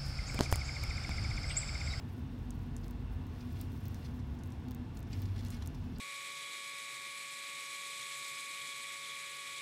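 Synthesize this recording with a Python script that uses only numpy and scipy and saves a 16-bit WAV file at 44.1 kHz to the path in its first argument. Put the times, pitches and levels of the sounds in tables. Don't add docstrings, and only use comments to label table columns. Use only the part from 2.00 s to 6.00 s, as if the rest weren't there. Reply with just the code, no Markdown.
import sys
import numpy as np
from scipy import signal
from scipy.fft import rfft, irfft
from scipy.io import wavfile

SR = 44100
rng = np.random.default_rng(int(sys.argv[2]) if len(sys.argv) > 2 else 0)


def to_wav(s):
    ch = np.atleast_2d(s).T
    pcm = np.round(np.clip(ch, -1, 1) * 32767)
    wavfile.write(sys.argv[1], SR, pcm.astype(np.int16))


N = 176400
ECHO_S = .00122

# pitch_hz, gain_db
SNAP_COLOUR = [(300, -28), (1500, -15), (2600, -15), (4000, -7), (6500, 0), (9000, -3.5), (10400, -5.5),
               (12500, -0.5), (16000, -1)]


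def clicks(size=1024, lead_in=64):
    # start_s, strength_db, body_db, sheen_db, roughness_db
    snaps = [(.427,-48,-5,-2,0), (.5068,-22,-11,-17,-2.5), (.5916,-45,-5,0,-1), (0.7659,-19.5,-10,-21,-6),
             (0.844,-41,18.5,-4,-3), (.8816,-34,6,-4,-4), (.91,-34.5,-2,1,-1), (1.268,-37,-13,-4,-2),
             (1.5278,-41,-12,4,2), (1.613,-30,-7,1,6.5), (1.8553,-37.5,11,7,1), (1.8824,-36.5,-3,10,2),
             (1.9453,-28.5,4,-8,-0.5), (2.3892,-41,3,-17,0), (2.436,-36.5,8,-3,2.5), (2.4473,-46,-12,0,-3),
             (2.4599,-41,-14,-2,-3), (2.4661,-48,-12,-2,-5), (2.4745,-43,-12,3,-3), (2.505,-37,-2,-12,-3),
             (2.522,-34,-4,-15.5,3), (2.6848,-41,16,1,1.5), (2.7102,-33.5,9.5,6,-3), (2.7175,-42.5,20,11,0),
             (2.748,-31,-4.5,2,-2.5), (2.971,-37,4,-17,10), (2.974,-33.5,10,-15,-4),
             (2.9832,-44,-10.5,4,-1), (2.9927,-35.5,-11,5,-6), (3.0045,-43,-3,6,0), (3.0291,-37,8,-6,-2),
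             (3.2195,-38.5,3,13,1.5), (3.45,-32,14,-5,-3.5), (3.485,-28.5,-2,-16,-7),
             (3.505,-23,-0.5,-8,-5), (3.661,-33.5,3.5,-5,5.5), (3.6746,-14.5,-20,-15,-10),
             (3.9849,-29.5,0,-6,-5)]
    hz = np.fft.rfftfreq(size, 1 / SR)
    t = (np.arange(size) - lead_in) / SR
    body = 1 / (1 + (hz / 5370) ** 6)
    sheen = np.exp(-((hz - 16100) / 4900) ** 2)
    # when, fade_s, gain_db
    stages = [(t < 0, .0003, -5), (t > 0, .0005, -4), (t > 0, .003, -3)]
    out = np.zeros(N)
    for start_s, strength_db, body_db, sheen_db, roughness_db in snaps:
        force = np.zeros(size)
        for when, fade_s, gain_db in stages:
            slips = rng.standard_normal(size) * when * np.exp(-abs(t) / fade_s)
            force += undb(gain_db + roughness_db) * unit(slips) / np.sqrt(size)
        force[lead_in] += 1
        force[lead_in + int(ECHO_S * SR)] += undb(-15)
        spectrum_db = strength_db + colour_db(SNAP_COLOUR, hz) + body_db * body + sheen_db * sheen
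        add(out, start_s + t[0], signal.fftconvolve(sharp_pulse(spectrum_db), force))
    return out


def leg_scrapes():
    # start_s, length_s, level_db, pitch_hz, width_hz
    strokes = [(.12, .03, -70.5, 13000, 7000), (.315, .04, -84, 12000, 8000),
               (0.77, 0.023, -67, 7000, 5000), (0.83, 0.027, -67.5, 4900, 2500),
               (0.842, .035, -71, 13500, 6000), (1.01, .26, -74, 2730, 350), (1.12, .02, -77, 12000, 8000),
               (1.403, 0.018, -62, 4700, 3000), (1.554, 0.04, -65, 3200, 3500),
               (1.596, 0.04, -62.5, 3900, 3000), (1.856, .02, -63, 4300, 2500),
               (1.951, 0.026, -67, 5000, 5000), (2.027, 0.0081, -62, 3500, 4000),
               (2.043, 0.029, -58, 4140, 4060), (2.19, 0.015, -64, 4970, 6000),
               (2.388, 0.013, -68.5, 6000, 5000), (2.44, .052, -78, 12000, 8000),
               (2.525, 0.045, -75, 6500, 6000), (3.069, .014, -73, 5500, 4000),
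               (3.109, .05, -65.5, 3000, 3000), (3.19, .02, -66, 5500, 6000),
               (3.22, 0.021, -59.5, 4080, 5000), (3.254, .0094, -57, 4350, 5000),
               (3.286, 0.012, -64.5, 3300, 2500), (3.361, 0.0083, -57, 3000, 6000),
               (3.378, 0.0081, -56.5, 3800, 4000), (3.388, 0.017, -57.5, 4500, 5000),
               (3.405, 0.0072, -59, 3600, 4000), (3.431, 0.012, -64.5, 4300, 1800),
               (3.455, 0.021, -58, 5000, 6000), (3.504, 0.019, -60, 8000, 8000),
               (3.514, 0.063, -59, 3280, 6000), (3.528, 0.0054, -62, 4800, 6000),
               (3.543, 0.0044, -55, 5500, 6000), (3.568, 0.0054, -61, 4500, 6000),
               (3.621, 0.01, -51, 3300, 3200), (3.619, 0.011, -53, 1200, 1800),
               (3.746, 0.011, -60.5, 5330, 3000), (3.957, .015, -62.5, 4700, 1100)]
    # pitch_hz, width_hz, gain_db
    leg_rings = [(1740, 53, 8), (2174, 43, 7), (4230, 50, -36)]
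    slips = grains(per_s=2200, scatter_db=2.6)
    rub = np.zeros(N)
    for start_s, length_s, level_db, pitch_hz, width_hz in strokes:
        scrape = resonate(resonate(slips, pitch_hz, width_hz), pitch_hz, width_hz)
        rub += undb(level_db) * push(start_s, length_s) * unit(scrape)
    return rub + sum(undb(db) * resonate(rub, hz, width) for hz, width, db in leg_rings)


def claw_squeak(start_s=3.1275, length_s=.0095):
    # pitch_hz, width_hz, gain_db
    rings = [(2166, 36, -0.5), (2500, 100, 0.5), (2960, 120, -1), (4600, 77, 3), (4720, 56, 1),
             (5430, 250, 0), (5960, 90, -11), (7200, 130, -2), (7800, 72, -3)]
    slips = rng.standard_normal(N) * push(start_s, length_s)
    squeak = np.zeros(N)
    for pitch_hz, width_hz, gain_db in rings:
        ring = resonate(slips, pitch_hz, width_hz)
        squeak += undb(gain_db) * unit(resonate(ring, pitch_hz, 3.5 * width_hz))
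    time_share = length_s * SR / N / 2
    return undb(-48) * unit(squeak) * np.sqrt(time_share)


def body_rustle():
    # time_s, level_db
    drag_levels = [(0, -74), (1.22, -78), (1.4, -67), (1.5, -70.5), (1.6, -67.5), (1.69, -71.5),
                   (1.78, -70.5), (1.92, -70), (2.07, -68.5), (2.15, -72), (2.3, -76), (3.08, -77),
                   (3.13, -60.5), (3.23, -69), (3.33, -68), (3.42, -65), (3.55, -67), (3.6, -66.5),
                   (3.78, -71.5), (4, -71.5)]
    # pitch_hz, gain_db
    drag_colour = [(500, -25), (1500, 8), (3500, 6), (6000, 3.5), (9000, -5), (10400, -8), (12000, -5),
                   (15500, -11.5)]
    ticks = grains(per_s=3000, scatter_db=2.5)
    return curve(drag_levels) * unit(coloured(ticks, drag_colour))


def claw_crackle():
    # time_s, level_db
    rake_levels = [(1.25, -85), (1.45, -75), (1.62, -69.5), (1.68, -76.5), (1.74, -70), (1.86, -73),
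                   (1.92, -73.5), (2.06, -71), (2.25, -100), (3.08, -91.5), (3.16, -72), (3.26, -72),
                   (3.33, -81.5), (3.47, -74), (3.56, -79), (3.6, -90)]
    # pitch_hz, gain_db
    rake_colour = [(3000, -25), (6000, -1), (9000, 6), (10400, -7), (12500, 3), (15500, 1.5)]
    ticks = grains(per_s=800, scatter_db=2.6)
    return curve(rake_levels) * unit(coloured(ticks, rake_colour))


def stray_threads():
    ticks = coloured(grains(per_s=500, scatter_db=1.2), SNAP_COLOUR)
    flurries = undb(17 * np.tanh(waver(rate_hz=22)))
    return undb(-80.5) * unit(ticks * flurries)


def machine_hum():
    # pitch_hz, width_hz, base_level_db
    tones = [(92.7, 3.88, -47.5), (244.6, 8.53, -51), (330.5, 6.23, -67), (468, 10.4, -70.5)]
    # time_s, gain_db
    swell_levels = [(0, -3), (.24, 4.5), (.45, -6.5), (.8, -2), (1.1, 0), (1.42, -12), (1.61, 5.5),
                    (1.78, -9), (1.88, 5.5), (2.02, -7), (2.95, -7.5), (3.12, 2.5), (3.24, 8), (3.43, 5),
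                    (3.54, -3.5), (4, -1.5)]
    # time_s, gain_db
    throb_levels = [(0, -18), (.05, 0), (.13, -3), (.19, 2), (.28, -11), (.345, 6.5), (.43, -23),
                    (.49, 9.5), (.6, -20), (.7, 2.5), (.85, -10), (.91, 5.5), (1.02, -10.5), (1.16, 1),
                    (1.34, -10.5), (1.46, 9), (1.55, -13), (1.61, 4.5), (1.67, -15), (1.73, 4), (1.91, -8),
                    (2.13, 3.5), (2.25, -6.5), (2.38, 3.5), (2.46, -2.5), (2.62, -6), (2.69, 8),
                    (2.76, -17), (2.82, 6.5), (2.97, -14), (3.27, 2), (3.35, -16), (3.43, 8.5),
                    (3.49, -2.5), (3.54, 6), (3.62, -9), (3.68, 4), (3.74, -6.5), (3.88, 3.5), (4, -11)]
    swell = curve(swell_levels)
    gains = [swell, curve(throb_levels), 1, 1]
    bends_hz = [.5 * 20 * np.log10(swell), 0, 0, 0]
    return sum(gain * undb(db) * tone(hz + bend, width)
               for (hz, width, db), gain, bend in zip(tones, gains, bends_hz))


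def rumble():
    # time_s, level_db
    rumble_levels = [(0, -71), (.5, -45.5), (.9, -46), (1.15, -44), (1.35, -70), (2.1, -65), (2.35, -52),
                     (2.6, -59), (3.3, -61.5), (3.8, -53), (4, -48)]
    return curve(rumble_levels) * tone(pitch_hz=46.6, width_hz=4.5)


def bumps(fade_s=.035):
    # peak_s, pitch_hz, level_db
    thuds = [(.6, 130, -41.5), (.93, 68, -52), (1.1, 84.1, -45.5), (1.92, 71.9, -43), (3.66, 80.1, -41),
             (3.95, 69.7, -42.5)]
    t = np.arange(N) / SR
    out = np.zeros(N)
    for peak_s, pitch_hz, level_db in thuds:
        swell = np.exp(-((t - peak_s) / fade_s) ** 2)
        out += undb(level_db) * swell * unit(np.sin(2 * np.pi * (pitch_hz * t + rng.random())))
    return out


def room_air():
    # pitch_hz, gain_db
    room_colour = [(20, -49), (30, -12), (40, -11.5), (48, 0), (57, -9), (70, 2), (85, 0), (105, -3.5),
                   (125, -3), (160, -7.5), (188, -13.5), (215, -8.5), (270, -10.5), (310, -18), (400, -23),
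                   (560, -30.5), (800, -31.5), (1100, -33.5), (1300, -35.5), (1700, -38), (2200, -39),
                   (2700, -45.5), (3300, -42), (5000, -50.5), (7500, -57), (9600, -56), (10400, -83),
                   (11500, -60.5), (15500, -64)]
    # pitch_hz, width_hz, level_db
    air_rings = [(689, 18, -72.5), (762, 8.4, -74.5), (866, 26, -71.5), (977, 81, -70.5), (1114, 19, -74),
                 (1455, 20, -76), (1573, 13, -80.5), (1737, 16, -78), (2600, 62, -83), (2735, 210, -73.5),
                 (3610, 120, -80), (5410, 130, -86.5)]
    rings = sum(undb(db) * unit(resonate(rng.standard_normal(N), hz, width))
                for hz, width, db in air_rings)
    return undb(-42.5) * unit(coloured(rng.standard_normal(N), room_colour)) + rings


def close_echoes(x, size=2048, fade_s=.0049):
    blur = rng.standard_normal(size) * np.exp(-np.arange(size) / SR / fade_s)
    response = undb(-3) * unit(blur) / np.sqrt(size)
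    response[0] += 1
    response[int(ECHO_S * SR)] += undb(-36)
    return signal.fftconvolve(x, response)[:N]


def sharp_pulse(spectrum_db):
    cepstrum = irfft(np.log(undb(spectrum_db)))
    half = len(cepstrum) // 2
    cepstrum[1:half] *= 2
    cepstrum[half + 1:] = 0
    return irfft(np.exp(rfft(cepstrum)))


def push(start_s, length_s, rise_share=.17):
    progress = (np.arange(N) / SR - start_s) / length_s
    return np.sqrt(np.interp(progress, [0, rise_share, 1], [0, 1, 0]))


def grains(per_s, scatter_db):
    ticks = (rng.random(N) < per_s / SR) * rng.choice([-1, 1], N)
    sizes = undb(scatter_db * np.minimum(rng.exponential(size=N), 5))
    return unit(ticks * sizes)


def tone(pitch_hz, width_hz):
    flutter = 1 + .22 * waver(width_hz)
    wandering_hz = pitch_hz + width_hz / 2 * waver(width_hz)
    return unit(flutter * np.sin(2 * np.pi * np.cumsum(wandering_hz) / SR))


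def waver(rate_hz):
    hz = np.fft.rfftfreq(N, 1 / SR)
    return unit(irfft(rfft(rng.standard_normal(N)) * np.exp(-(hz / rate_hz) ** 2), N))


def resonate(x, pitch_hz, width_hz):
    pitch_hz = min(pitch_hz, .45 * SR)
    return signal.lfilter(*signal.iirpeak(pitch_hz, pitch_hz / min(width_hz, SR / 4), fs=SR), x)


def coloured(x, points):
    hz = np.fft.rfftfreq(len(x), 1 / SR)
    return irfft(rfft(x) * undb(colour_db(points, hz)), len(x))


def colour_db(points, hz):
    pitch_hz, gain_db = np.array(points).T
    return np.interp(np.log(hz + 1), np.log(pitch_hz), gain_db)


def curve(points):
    return undb(np.interp(np.arange(N) / SR, *np.array(points).T))


def add(out, start_s, x):
    first = int(np.clip(start_s * SR, 0, N - 1))
    out[first:first + len(x)] += x[:N - first]


def undb(db):
    return 10 ** (np.asarray(db) / 20)


def unit(x):
    return x / np.sqrt(np.mean(x ** 2) + 1e-30)


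def scene():
    snaps = clicks()
    rubbing = leg_scrapes() + body_rustle() + claw_crackle() + stray_threads()
    insects = snaps + close_echoes(rubbing) + claw_squeak()
    background = room_air() + machine_hum() + rumble() + bumps()
    return (insects + background)[None]


def record(dry):
    return signal.fftconvolve(dry, signal.firwin(255, 16050, fs=SR)[None], mode="same")


dry = scene()
out = record(dry)
to_wav(out)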